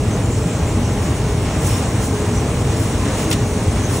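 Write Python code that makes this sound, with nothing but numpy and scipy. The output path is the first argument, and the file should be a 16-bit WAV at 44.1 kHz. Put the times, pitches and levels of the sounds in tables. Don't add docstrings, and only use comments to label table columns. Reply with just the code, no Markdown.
import sys
import numpy as np
from scipy import signal
from scipy.fft import rfft, irfft, next_fast_len
from scipy.io import wavfile
from scipy.ndimage import uniform_filter1d, map_coordinates

SR = 44100
rng = np.random.default_rng(int(sys.argv[2]) if len(sys.argv) > 2 else 0)


def log_audio(samples):
    frames = np.atleast_2d(samples).T
    limited = np.clip(frames, -1, 1)
    pcm = np.round(limited * 32767).astype(np.int16)
    wavfile.write(sys.argv[1], SR, pcm)


N = 176400

# (frequency [Hz], relative level [dB])
RUMBLE_SPECTRUM = [(20, -30), (28, -12), (40, -12.5), (52, -1.5), (75, -2), (108, -2), (135, -4),
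                   (180, -6.5), (260, -9.5), (370, -15), (440, -11.5), (540, -18.5), (620, -17.5),
                   (730, -21.5), (1000, -25), (1600, -28.5)]
# (pitch [Hz], level [dB], waver [rad])
DRIVE_TONES = [(96.4, -29.5, 0.98), (120, -29.5, 0.39), (239, -39, 0.38), (473, -54, 0.92), (609, -43, 1.3),
               (2810, -53.5, 2.6)]
# (time [s], level [dB])
WHINE_ENVELOPE = [(0, -33), (.72, -51), (.93, -33), (1.08, -38), (1.3, -31), (1.7, -45), (2.02, -38.5),
                  (2.15, -28), (2.42, -31), (2.55, -42), (3.3, -37.5), (3.55, -31), (3.75, -36), (4, -37)]
# (time [s], relative level [dB])
RATTLE_ENVELOPE = [(0, -37.7), (.75, -36), (1.35, -36), (1.56, -33.8), (2.0, -34.2), (2.17, -36.6),
                   (2.85, -35.6), (3.08, -33.4), (3.45, -36.3), (3.7, -35.8), (3.88, -34.3), (4, -35)]
# (frequency [Hz], relative level [dB])
RATTLE_SPECTRUM = [(150, -20), (330, 7), (700, 3), (1000, 5.3), (1500, .7), (2100, .5), (2800, -.8),
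                   (4000, -4.7), (4400, -6), (4850, -9.5), (8000, -17), (16000, -30)]
# (time [s], level [dB])
HISS_ENVELOPE = [(0, -35), (1.45, -33.5), (1.75, -32.5), (2.5, -33), (3.15, -32), (3.5, -33.5), (4, -32.5)]
# (frequency [Hz], relative level [dB])
HISS_SPECTRUM = [(2500, -24), (4400, -8.5), (4900, -9), (5400, -1.6), (6500, 0), (8100, .4), (9200, -1),
                 (10000, -3), (11200, -6), (12000, -8), (12800, -10), (15800, -8)]
# (time [s], level [dB])
PANEL_ENVELOPE = [(0, -37), (.7, -31), (1.3, -32), (1.65, -30.5), (2.2, -31.5), (2.7, -31), (3.05, -30.5),
                  (3.3, -27.5), (3.55, -34), (4, -30.5)]
# (frequency [Hz], width [Hz], relative level [dB])
PANEL_MODES = [(211, 16, 0.5), (273.5, 15, 4), (320, 17, 4.5), (480, 32, -14), (810, 37, -3.5),
               (1036, 89, -12.5)]
# (time [s], level [dB], pitch [Hz])
BELT_BUMPS = [(0.064, -9, 92), (.329, -11, 110), (0.449, -9.5, 174), (0.627, -9.5, 91), (1.1, -12, 100),
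              (1.644, -7.5, 94), (1.722, -9, 97), (1.94, -10, 114), (2.105, -9.5, 75), (2.147, -11, 97),
              (2.356, -11.5, 70), (2.586, -9.5, 97), (2.651, -9, 125), (2.792, -9, 103), (2.826, -10.5, 94),
              (3.408, -9.5, 117), (3.52, -10, 94), (3.664, -10.5, 94), (3.749, -9.5, 100)]
# (peak time [s], pitch [Hz], level [dB])
BEARING_CHIRPS = [(.14, 6200, -38), (.25, 7180, -38), (.33, 7300, -38), (.43, 7600, -40), (.53, 7500, -38),
                  (.70, 7300, -38), (.86, 6100, -41), (1.07, 6800, -38), (1.77, 6050, -45),
                  (2.38, 5980, -36), (3.14, 6350, -39), (3.25, 6450, -36), (3.85, 6300, -34)]
# (peak time [s], pitch [Hz], level [dB])
TUBE_RINGS = [(.8, 235, -26), (1.1, 320, -29), (1.68, 848, -33.5), (2.97, 295, -27), (3.03, 1035, -33),
              (3.09, 285, -27), (3.12, 520, -29.5), (3.15, 934, -34), (3.23, 610, -34), (3.3, 318, -25),
              (3.35, 280, -26.5), (3.61, 940, -38), (3.87, 613, -32)]
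# (peak time [s], half length [s], level [dB])
BELT_SCUFFS = [(1.05, .03, -35), (1.675, 0.038, -25.5), (1.775, .04, -31), (2.05, 0.035, -29),
               (2.82, 0.055, -32), (3.204, 0.04, -29), (3.95, 0.042, -28.5)]
# (frequency [Hz], relative level [dB])
SCUFF_SPECTRUM = [(2500, -31), (4300, -10.5), (4900, -12), (5300, -2), (6000, -5), (6600, -2), (8300, -2.5),
                  (10300, 0), (12500, -5), (15800, -6.5)]
# (time [s], level [dB], t60 [s])
CLACK_CONTACTS = [(3.3108, -18.6, .035), (3.3132, -18.4, .07), (3.3255, -20.3, .045), (3.3292, -20, .058)]
# (frequency [Hz], width [Hz], relative level [dB])
CLACK_BANDS = [(2400, 1300, -3), (3220, 750, -1), (4300, 500, -8), (5650, 600, -4.5), (6900, 700, -9),
               (8250, 700, -3.5), (10600, 1500, -10), (14000, 2500, -8.5)]
# (pitch [Hz], level against the contact [dB], t60 [s])
METAL_MODES = [(3640, -21, 0.11), (4280, -16, 0.11), (5340, -23, 0.14), (5660, -28, .08), (8080, -26, 0.16),
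               (14170, -16, .2)]
# (frequency [Hz], correlation [-1 to 1])
STEREO_LIKENESS = [(60, .9997), (300, .988), (800, .93), (1600, .99), (2050, .96), (3100, .1), (3800, .3),
                   (4500, -.05), (5200, .3), (5900, .98), (7500, .85), (10000, .78), (11300, .99),
                   (13500, .99), (15800, .62)]
# (frequency [Hz], phase [rad])
LEFT_LEAD = [(20, 0), (6500, 0), (8000, 1.1), (10000, 2.35), (11300, 3.1), (13800, 3.2), (15800, 4.4)]

TIME = np.arange(N) / SR


def amp(db):
    return 10 ** (np.asarray(db) / 20)


def unit_rms(x):
    return x / np.sqrt(np.mean(x ** 2) + 1e-20)


def along(points, hz):
    freqs, values = np.transpose(points)
    return np.interp(np.log(hz + 1), np.log(freqs + 1), values)


def envelope(points):
    return amp(np.interp(TIME, *np.transpose(points)))


def wobble(per_s):
    return map_coordinates(rng.standard_normal(8192), [TIME * per_s + 2], mode="wrap")


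def swell(peak_s, half_s):
    return np.exp(-.5 * ((TIME - peak_s) / half_s) ** 2)


def strike(start_s, t60, attack_s=.0005):
    age = np.maximum(TIME - start_s, 0)
    return (1 - np.exp(-age / attack_s)) * np.exp(-np.log(1000) * age / t60)


def tone(hz, waver_rad, per_s=12):
    return np.sqrt(2) * np.sin(2 * np.pi * hz * TIME + waver_rad * wobble(per_s))


def filtered(x, response):
    size = next_fast_len(N + 8192)
    return irfft(rfft(x, size) * response(np.fft.rfftfreq(size, 1 / SR)), size)[..., :N]


def colour(points):
    return lambda hz: amp(along(points, hz))


def resonances(modes):
    return lambda hz: np.sqrt(sum(
        abs(amp(db) * hz * width / (centre ** 2 - hz ** 2 + 1j * hz * width)) ** 2
        for centre, width, db in modes))


def noise(patchy_db=0):
    spectra = signal.stft(rng.standard_normal((2, N)), nperseg=512)[2]
    patches = uniform_filter1d(rng.standard_normal(spectra.shape[1:]), size=7, axis=0)
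    patches = unit_rms(uniform_filter1d(patches, size=10, axis=1))
    return unit_rms(signal.istft(spectra * amp(patchy_db * patches), nperseg=512)[1][:, :N])


def in_stereo(pair, response):
    def blend(hz):
        angle = np.arccos(np.clip(along(STEREO_LIKENESS, hz), -1, 1)) / 2
        return response(hz) * np.array([np.cos(angle), np.sin(angle)])
    mid, side = filtered(pair, blend)
    return unit_rms(np.array([mid + side, mid - side]))


def belt_rumble(roller_hz=6, sway_db=.3, cutoff_hz=1256):
    body = in_stereo(noise(), lambda hz: colour(RUMBLE_SPECTRUM)(hz) / np.sqrt(1 + (hz / cutoff_hz) ** 6))
    sway = np.sin(2 * np.pi * roller_hz * TIME + .21 * wobble(1.9))
    return amp(-19 - sway_db * sway) * body


def drive_hum():
    whine = envelope(WHINE_ENVELOPE) * tone(hz=417.3, waver_rad=.36)
    hum = sum(amp(db + .73 * wobble(4.26)) * tone(hz, waver) for hz, db, waver in DRIVE_TONES)
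    return whine + hum


def roller_rattle(ticks_per_s=350, scatter_db=1.5, tick_db=-8.5):
    ticks = (rng.random((2, N)) < ticks_per_s / SR) * rng.choice([-1, 1], (2, N))
    ticks = ticks * amp(scatter_db * rng.standard_normal((2, N)))
    gain = envelope(RATTLE_ENVELOPE) * amp(4.5 + .77 * wobble(14))
    rolling = noise(patchy_db=.98) + amp(tick_db) * unit_rms(ticks)
    return gain * in_stereo(rolling, colour(RATTLE_SPECTRUM))


def belt_hiss():
    gain = envelope(HISS_ENVELOPE) * amp(.24 * wobble(13) + .5 * wobble(90))
    return gain * in_stereo(noise(patchy_db=1.4), colour(HISS_SPECTRUM))


def panel_boom():
    return envelope(PANEL_ENVELOPE) * in_stereo(noise(), resonances(PANEL_MODES))


def belt_bumps():
    return sum(amp(db) * strike(s, t60=.19, attack_s=.006) * np.sin(2 * np.pi * hz * (TIME - s))
               for s, db, hz in BELT_BUMPS)


def bearing_chirps(rise_hz_per_s=3000):
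    out = np.zeros(N)
    fuzz = wobble(680) + 1j * wobble(680)
    for s, hz, db in BEARING_CHIRPS:
        cycles = hz * TIME + rise_hz_per_s * (TIME - s) ** 2 / 2
        out += amp(db) * swell(s, half_s=.024) * (fuzz * np.exp(2j * np.pi * cycles)).real
    return out


def roller_rings():
    return sum(amp(db) * swell(s, half_s=.03) * tone(hz, waver_rad=.00125 * hz, per_s=60)
               for s, hz, db in TUBE_RINGS)


def belt_scuffs():
    swells = sum(amp(db) * swell(s, half_s) for s, half_s, db in BELT_SCUFFS)
    flutter = amp(1.1 * wobble(150))
    return swells * flutter * in_stereo(noise(patchy_db=1), colour(SCUFF_SPECTRUM))


def guide_rail(pitch_hz=5400, width_hz=420):
    band = resonances([(pitch_hz, width_hz, 0)])
    return amp(-39) * swell(peak_s=1.76, half_s=.06) * in_stereo(noise(), lambda hz: band(hz) ** 2)


def double_clack(tick_hz=10550, tick_width_hz=500):
    force = sum(amp(db) * strike(s, t60) for s, db, t60 in CLACK_CONTACTS)
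    ring = sum(amp(db + mode_db) * strike(s, t60) * np.sin(2 * np.pi * (hz * TIME + rng.random()))
               for s, db, _ in CLACK_CONTACTS for hz, mode_db, t60 in METAL_MODES)
    thin_band = in_stereo(noise(), resonances([(tick_hz, tick_width_hz, 0)]))
    tick = amp(-16) * strike(start_s=3.3025, t60=.028) * thin_band
    blows = force * in_stereo(noise(), resonances(CLACK_BANDS))
    return tick + blows + ring


def scene():
    low = (belt_rumble() + drive_hum() + belt_bumps()) * amp([[.15], [-.15]])
    hollow = (panel_boom() + roller_rings()) * amp([[.7], [-.7]])
    bright = roller_rattle() + belt_hiss() + bearing_chirps() + belt_scuffs() + guide_rail()
    return low + hollow + bright + double_clack()


def record(dry, band_limit_hz=15750):
    lead_share = np.array([[.5], [-.5]])
    return filtered(dry, lambda hz: np.exp(1j * lead_share * along(LEFT_LEAD, hz)) * (hz < band_limit_hz))


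dry = scene()
out = record(dry)
log_audio(out)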